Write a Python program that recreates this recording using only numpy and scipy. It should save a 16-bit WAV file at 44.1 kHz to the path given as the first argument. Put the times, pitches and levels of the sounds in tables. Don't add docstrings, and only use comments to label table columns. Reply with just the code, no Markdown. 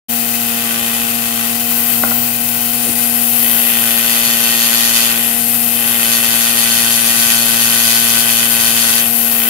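import sys
import numpy as np
from scipy import signal
from scipy.fft import rfft, irfft, next_fast_len
from scipy.io import wavfile

SR = 44100
rng = np.random.default_rng(int(sys.argv[2]) if len(sys.argv) > 2 else 0)


def master_out(mix):
    frames = np.transpose(np.atleast_2d(mix))
    ceiling = np.clip(frames, -1, 1)
    pcm = np.round(ceiling * 32767).astype(np.int16)
    wavfile.write(sys.argv[1], SR, pcm)


N = 418509
TIME = np.arange(N) / SR
FFT_SIZE = next_fast_len(N + SR // 2, real=True)
FFT_SIZE += FFT_SIZE % 2
HZ = np.maximum(np.arange(FFT_SIZE // 2 + 1) * SR / FFT_SIZE, 1)
MIC_LAG_S = .00021

# start_s, end_s, touch_s, lift_s, first_force, seated_force, seating_s
PRESSES = [(0.407, 1.484, 0.31, 0.15, 0.54, 0.14, 0.84), (1.82, 1.911, 0.093, 0.071, 0.2, 0.23, .1),
           (3.307, 5.043, .2, 0.35, 0.44, 1.195, 1.11), (5.66, 8.971, .17, .12, .36, 1.08, .38),
           (9.195, 9.489, 0.19, .13, 0.49, 0.59, 0.063)]
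# centre_s, half_length_s, change_db
TIP_CATCHES = [(0.126, 0.046, -4), (0.238, 0.015, -1.5), (0.8, 0.05, 1.7), (1.167, 0.04, -3.5),
               (1.3, 0.013, -2.5), (1.53, 0.06, -3), (2.01, 0.011, -5), (2.273, 0.039, -5),
               (2.44, 0.045, -5), (3.5, 0.016, 1.2), (3.587, 0.03, -1.7), (3.735, 0.042, 0.5),
               (4.36, 0.03, 0), (4.564, 0.027, -0.3), (4.647, 0.01, 1), (4.915, 0.014, -0.5),
               (4.96, 0.013, 2.5), (5.139, 0.023, -1), (5.972, 0.012, -2), (6.08, 0.014, -0.5),
               (6.14, 0.027, 1.5), (6.204, 0.034, -1.0), (6.338, 0.018, 0.5), (6.488, 0.014, 1.4),
               (6.535, 0.017, -2), (6.597, 0.025, 0.8), (6.721, 0.014, 1.2), (6.828, 0.024, 0),
               (7.073, 0.036, -0.2), (7.227, 0.035, 1), (7.299, 0.013, 2), (7.423, 0.031, -0.7),
               (7.723, 0.011, 1), (7.902, 0.017, 1.5), (8.005, 0.018, 0.5), (8.125, 0.025, -0.5),
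               (8.255, 0.015, -2.5), (8.348, 0.03, -0.7), (8.482, 0.021, -2.5), (8.555, 0.024, -1.5),
               (8.639, 0.023, -0.5), (8.739, 0.027, -2.5), (8.774, 0.012, 2.5), (8.849, 0.02, 0),
               (9.374, 0.03, -2)]
# delay_s, level_db, looseness_s, scatter_db
STROKE_KNOCKS = [(0, 0, .000016, 1.1), (.0018, -7, .0001, 2.0), (.0044, -11, .00022, 2.0)]
# frequency_hz, left_db, right_db
BLOW_SPECTRUM = [(756, -66, -54), (1160, -81.5, -57.5), (1700, -59.5, -50.5), (2360, -62, -50.5),
                 (3010, -58, -52.5), (4020, -50.5, -51), (5200, -52, -57.5), (6040, -50, -54),
                 (6840, -51, -55.5), (8300, -52, -80), (9460, -47.5, -50), (12500, -51.5, -57),
                 (13200, -57, -92), (14800, -62.5, -57.5)]
# pitch_hz, width_hz, left_db, right_db, polarity (1 = sides in step, -1 = opposed)
SHAFT_RESONANCES = [(1870, 38, 3.5, 5, 1), (2670, 55, 4, 1.5, 1), (3070, 130, 5.5, 2, 1),
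                    (3360, 90, 4, 2, -1), (3550, 80, 4.5, 3.5, 1), (3680, 70, -8, -6, 1),
                    (4350, 170, 3, 7, 1), (4540, 110, -8, -3, -1), (4880, 95, 6.5, 4, 1),
                    (5350, 170, -3, -4, 1), (6400, 90, 3.5, 3, 1), (6810, 80, 5, 1, 1)]
# pitch_hz, width_hz, left_db, right_db
PEN_RESONANCES = [(960, 19, -13, -2), (1330, 210, 1.5, 3), (1521, 65, -4, 10), (1663, 213, -2.5, -8.5),
                  (1961, 90, 7.5, 5), (2248, 97, -6.5, -14), (2575, 290, 6.5, 4.5), (2810, 66, -9, -6.5),
                  (3084, 74, 8, 8.5), (4065, 115, -3, -30), (8740, 210, 2.5, -5), (10200, 540, 2, -3),
                  (11350, 180, 3.5, 3), (11620, 350, 3, 3)]
# time_s, rate_hz
FREE_STROKE_RATE = [(0.1, 117.4), (2.5, 118.2), (5.5, 117.6), (9.49, 117.2)]
# time_s, puff_db, shake_db
HUM_LEVELS = [(0.1, -25.5, -41), (1.93, -25.5, -40.5), (2.06, -23, -38), (2.35, -27, -36.5),
              (3.2, -25, -41), (5.4, -26, -41), (7.7, -25.5, -36.5), (8.9, -26, -37.5), (9.49, -25.5, -49)]
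# stroke_rate_multiple, free_db, pressed_db
PUFF_HARMONICS = [(2, 0, -1.5), (3, -33, -14.5), (4, -13.5, -11.5), (5, -30, -15), (6, -6.5, -14.5),
                  (7, -14, -12.5), (8, -38, -33)]
# frequency_hz, left_db, right_db
EXHAUST_SPECTRUM = [(780, -65.5, -58), (1120, -64, -63), (2680, -62, -60), (3080, -61, -65.5),
                    (3200, -66, -74), (3980, -59.5, -85), (5840, -62, -96), (8660, -56.5, -78),
                    (9720, -53, -100), (11100, -48, -81), (12750, -48, -73), (14000, -51, -63),
                    (14800, -52, -83)]
# time_s, lower_db, core_db, sizzle_db
HISS_BANDS = [(0.1, 1.5, -12, 4), (0.4, -1, -10.5, 1.5), (0.8, -1, -7.5, -3.5), (1.3, 0, -11, -1.5),
              (1.55, -1, -9, 0), (1.75, 0, -8, 4.5), (2.0, 4, -11, 4.5), (2.18, 0, -11, 6.5),
              (2.35, 2.5, -13, 5.5), (2.7, 1.5, -7, 4.5), (2.88, 6.5, -5, 1), (3.1, 2.5, -1.5, 0.5),
              (3.45, 2, 1.5, 7.5), (3.85, 2.5, -2.5, -2), (4.3, -3, -2.5, -6), (5.05, -1, -4, -5),
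              (5.35, 4.5, -1.5, -7), (5.55, 3, -1, 1), (5.9, 2, -1.5, -2), (6.6, 5.5, -3, -3),
              (7.5, 6, -1.5, -2), (8.4, 3.5, -0.5, 0), (8.9, 6.5, -1.5, -1), (9.15, 0.5, 1, 2),
              (9.48, 1, -2, 8)]
# time_s, centre_hz, boost_db
HISS_SWEEP = [(0.1, 14200, -3), (1.1, 13000, 4.5), (1.65, 12400, -0.5), (1.95, 12400, 5), (2.08, 13600, 1),
              (2.18, 14200, 3), (2.3, 14500, -8), (2.6, 14000, -5), (2.72, 12900, -3), (2.85, 12700, -12),
              (3.0, 12360, 1), (3.35, 13170, -1), (4.0, 13300, 7.5), (5.35, 13930, 7), (5.6, 14200, 4.5),
              (6.3, 13860, 4), (8.9, 13540, -1), (9.2, 13700, 3), (9.49, 14980, -8)]
# start_s, level_db
FLAKE_BOUNCES = [(2.0354, -8), (2.0380, -32), (2.048, -23), (2.111, -21), (2.116, -18)]
# pitch_hz, level_db, t60_s
BENCH_RESONANCES = [(285, -13.5, 0.061), (600, -5.5, 0.034), (740, 2.5, 0.02), (905, 8, 0.0048),
                    (1060, 1.5, 0.022), (1400, 2.5, 0.02), (1524, 0, 0.022), (2010, -5.5, 0.027)]
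# centre_s, level_db, half_length_s, low_hz, high_hz
HAND_BUMPS = [(1.956, -38, 0.05, 100, 300), (2.13, -43, 0.13, 130, 332), (2.875, -31.5, 0.021, 160.6, 500),
              (2.901, -28, 0.018, 50, 400), (7.257, -34, 0.017, 65.47, 115),
              (7.652, -41, 0.013, 40.16, 90.1)]
# frequency_hz, level_db
ROOM_SPECTRUM = [(20, -73), (45, -69), (75, -65), (160, -65.5), (280, -66.5), (450, -69.5), (800, -74.5),
                 (2000, -100)]


def stylus(strokes, strength_db, hardness_db, skip_db):
    blows = stylus_blows(strokes, strength_db, skip_db)
    load = np.clip(from_db(strength_db), 0, 1)
    grit = .48 * load * dying_noise(blows, decay_s=.00041)
    wash = workshop_tail(blows)
    impact = blows + cut(grit + wash, 1400, "high")
    treble_gain = from_db(hardness_db + 1.2 * drift(16))
    impact = impact + (treble_gain - 1) * above(impact, 3540)
    left, right = coloured(impact, in_hz(BLOW_SPECTRUM) + pen_ring_db() - 6.5)
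    rattle = shaft_ring(np.array([left, late(right, MIC_LAG_S)]))
    return cut(rattle + cracked_flake(impact[0]), 700, "high")


def stylus_blows(strokes, strength_db, skip_db, jitter_s=.00003):
    at = np.flatnonzero(np.diff(np.floor(strokes)) > 0)
    strong_weak = from_db(skip_db[at] * (-1) ** np.arange(len(at)))
    pair_rms = np.sqrt((from_db(2 * skip_db[at]) + from_db(-2 * skip_db[at])) / 2)
    blow_size = from_db(strength_db[at]) * strong_weak / pair_rms * np.sqrt(N / len(at))
    landing_s = TIME[at] + jitter_s * rng.standard_normal(len(at))
    blows = np.zeros((2, N))
    for delay_s, level_db, looseness_s, scatter_db in STROKE_KNOCKS:
        chance = rng.standard_normal((len(at), 3))
        sizes = blow_size * from_db(level_db + scatter_db * chance[:, 2])
        for side in range(2):
            blows[side] += clicks(landing_s + delay_s + looseness_s * chance[:, side], sizes)
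    return blows


def hand_force():
    force = 0
    for start_s, end_s, touch_s, lift_s, first, seated, seating_s in PRESSES:
        age_s = np.maximum(TIME - start_s, 0)
        touching = np.clip(age_s / touch_s, 0, 1) * np.clip(1 - (TIME - end_s) / lift_s, 0, 1)
        force = force + touching * (seated + (first - seated) * np.exp(-age_s / seating_s))
    return np.maximum(force, 0)


def tip_contact(force, bite_force=.65, skip_force=.45, idle_knock=.37):
    catch = tip_catching()
    push = force * from_db(.4 * drift(7))
    strength = idle_knock + push
    bite = 1 / (1 + np.exp((bite_force - force * catch) / .13))
    idle_db, skate_db, bite_db = -14, -25.5, 1.05
    treble = from_db(idle_db) + push * from_db(skate_db + bite * (bite_db - skate_db))
    skip_db = 3.2 * np.exp(-((force - skip_force) / .33) ** 2)
    return 20 * np.log10(strength * catch), 20 * np.log10(treble / strength), skip_db


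def tip_catching():
    coarse_s = TIME[::SR // 500]
    change_db = sum(db * bell(coarse_s, centre_s, half_s) for centre_s, half_s, db in TIP_CATCHES)
    return np.interp(TIME, coarse_s, from_db(change_db))


def shaft_ring(sound, swell_db=.9, bend_share=.003, wander_hz=7):
    for pitch_hz, width_hz, left_db, right_db, polarity in SHAFT_RESONANCES:
        boost_db = np.array([[left_db], [right_db]]) + swell_db * drift(wander_hz)
        boost = from_db(boost_db) * [[1], [polarity]]
        bent_hz = pitch_hz * (1 + bend_share * drift(wander_hz))
        sound = sound + (boost - 1) * resonance(sound, bent_hz, width_hz)
    return sound


def pen_ring_db():
    return sum(np.array([[left_db], [right_db]]) / (1 + (2 * (HZ - pitch_hz) / width_hz) ** 2)
               for pitch_hz, width_hz, left_db, right_db in PEN_RESONANCES)


def piston(force, sag_hz=1.15, jitter_share=.0028):
    rate_hz = in_time(FREE_STROKE_RATE)[0] - sag_hz * np.tanh(force / .3)
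    return np.cumsum(rate_hz * (1 + jitter_share * drift(20))) / SR


def pen_hum(strokes, strength_db):
    puff_db, shake_db = in_time(HUM_LEVELS)
    load = np.clip(from_db(strength_db), 0, 1)
    puffs = 0
    for multiple, free_db, pressed_db in PUFF_HARMONICS:
        level_db = puff_db + free_db + load * (pressed_db - free_db) + .5 * drift(16)
        waver_rad = .5 * (multiple / 6) ** 2 * drift(14)
        puffs = puffs + from_db(level_db) * np.cos(2 * np.pi * multiple * strokes + waver_rad)
    shake = from_db(shake_db) * np.cos(2 * np.pi * strokes)
    left, right = np.sqrt(2) * (puffs * from_db([[-2.7], [2.0]]) + shake * from_db([[-1.5], [.7]]))
    return np.array([left, late(right, MIC_LAG_S)])


def exhaust(strokes, flutter_db=.83, correlation=.25):
    shared, own = rng.standard_normal((2, N))
    right = correlation * late(shared, MIC_LAG_S) + np.sqrt(1 - correlation ** 2) * own
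    spurt = .33 * np.exp(-(strokes % 1) / .14)
    return_spurt = .14 * np.exp(-((strokes - .5) % 1) / .016)
    flow = 1 + spurt + return_spurt
    turbulence = np.array([shared, right]) * flow / flow.mean() * from_db(flutter_db * drift(37))
    rush = coloured(turbulence, in_hz(EXHAUST_SPECTRUM) + .87 * pen_ring_db())
    return turning_jet(cut(rush, 900, "high"))


def turning_jet(rush):
    lower, core, sizzle = from_db(in_time(HISS_BANDS))
    high, higher, top = above(rush, 8530), above(rush, 9950), above(rush, 13070)
    hiss = rush - high + lower * (high - higher) + core * (higher - top) + sizzle * top
    centre_hz, boost_db = in_time(HISS_SWEEP)
    return hiss + (from_db(boost_db) - 1) * resonance(hiss, centre_hz, width_hz=870)


def cracked_flake(impact, pitch_hz=1085):
    drive = impact * from_db(-64.5) * bell(TIME, centre_s=1.5, half_length_s=.7)
    ring = resonance(drive, np.full(N, pitch_hz), width_hz=153)
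    return ring * np.sqrt(SR / 2) * from_db([[-3], [2.5]])


def falling_flake():
    start_s, level_db = np.transpose(FLAKE_BOUNCES)
    hits = clicks(start_s, from_db(level_db))
    bench = 0
    for k, (pitch_hz, mode_db, t60_s) in enumerate(BENCH_RESONANCES):
        fade = from_db(-60 / (t60_s * SR))
        step_rad = 2 * np.pi * pitch_hz / SR
        poles = [1, -2 * fade * np.cos(step_rad), fade * fade]
        ring = signal.lfilter([0, np.sin(step_rad)], poles, hits + 1e-18)
        bench = bench + (-1) ** k * from_db(mode_db) * ring
    direct = bench * from_db([[-1.5], [1.5]])
    return direct + workshop_tail(direct)


def handling():
    bumps = 0
    for centre_s, level_db, half_length_s, low_hz, high_hz in HAND_BUMPS:
        dull_noise = cut(rng.standard_normal(N), high_hz, "low", order=4)
        thud = cut(dull_noise, low_hz, "high", order=4)
        bumps = bumps + from_db(level_db) * thud / thud.std() * bell(TIME, centre_s, half_length_s)
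    return bumps * from_db([[-1.5], [1.5]])


def workshop_tail(sound, t60_s=.35):
    age_s = TIME[:SR // 2]
    tail = rng.standard_normal((2, len(age_s))) * from_db(-60 * age_s / t60_s) * (age_s > .003)
    tail /= np.sqrt(np.sum(tail ** 2, axis=1, keepdims=True))
    tail = cut(tail, 10500, "low", order=1)
    return from_db(-5) * signal.fftconvolve(sound, tail, axes=1)[:, :N]


def room_tone():
    common = .37 * cut(rng.standard_normal(N), 74, "high")
    diffuse = 1.19 * rng.standard_normal((2, N))
    return coloured(common + diffuse, in_hz(ROOM_SPECTRUM)) * from_db([[-1.2], [1.2]])


def from_db(db):
    return 10 ** (np.asarray(db) / 20)


def in_time(rows):
    time_s, *columns = np.transpose(rows)
    return [np.interp(TIME, time_s, column) for column in columns]


def in_hz(rows):
    hz, *columns = np.transpose(rows)
    return np.array([np.interp(np.log(HZ), np.log(hz), column) for column in columns])


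def bell(time_s, centre_s, half_length_s):
    return np.exp(-.5 * ((time_s - centre_s) / half_length_s) ** 2)


def drift(rate_hz):
    step, count = 32, 2 ** 14
    hz = np.arange(count // 2 + 1) * SR / (step * count)
    slow = irfft(rfft(rng.standard_normal(count)) / (1 + (hz / rate_hz) ** 2))
    return np.interp(np.arange(N) / step, np.arange(count), slow / slow.std())


def clicks(times_s, sizes):
    return np.bincount(np.clip(np.round(times_s * SR).astype(int), 0, N), sizes, N + 1)[:N]


def dying_noise(hits, decay_s):
    fade = np.exp(-1 / (decay_s * SR))
    energy = signal.lfilter([1 - fade], [1, -fade], hits ** 2 + 1e-18)
    return np.sqrt(energy) * rng.standard_normal((2, N))


def resonance(x, hz, width_hz):
    turn = np.exp(2j * np.pi * np.cumsum(hz) / SR)
    fade = np.exp(-np.pi * width_hz / SR)
    return 2 * np.real(turn * signal.lfilter([1 - fade], [1, -fade], x * turn.conj()))


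def coloured(x, density_db):
    cepstrum = irfft(np.log(from_db(density_db) * np.sqrt(SR / 2)), FFT_SIZE)
    cepstrum[..., 1:FFT_SIZE // 2] *= 2
    cepstrum[..., FFT_SIZE // 2 + 1:] = 0
    return irfft(rfft(x, FFT_SIZE) * np.exp(rfft(cepstrum)), FFT_SIZE)[..., :N]


def cut(x, edge_hz, kind, order=2):
    return signal.sosfilt(signal.butter(order, edge_hz, kind, fs=SR, output="sos"), x + 1e-18)


def above(x, edge_hz):
    return irfft(rfft(x, FFT_SIZE) / (1 + (edge_hz / HZ) ** 16), FFT_SIZE)[..., :N]


def late(x, delay_s):
    return np.interp(TIME - delay_s, TIME, x, left=0)


def scene():
    force = hand_force()
    strokes = piston(force)
    strength_db, hardness_db, skip_db = tip_contact(force)
    hum = pen_hum(strokes, strength_db)
    rattle = stylus(strokes, strength_db, hardness_db, skip_db)
    return hum + rattle + exhaust(strokes) + falling_flake() + handling() + room_tone()


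def record(dry, open_s=.1, fade_s=.016, cutoff_hz=15650):
    opened = dry * np.clip((TIME - open_s) / fade_s + 1, 0, 1)
    rounded = opened / (1 + opened ** 6) ** (1 / 6)
    steep_lowpass = signal.ellip(12, .1, 70, cutoff_hz, fs=SR, output="sos")
    return signal.sosfilt(steep_lowpass, rounded)


dry = scene()
out = record(dry)
master_out(out)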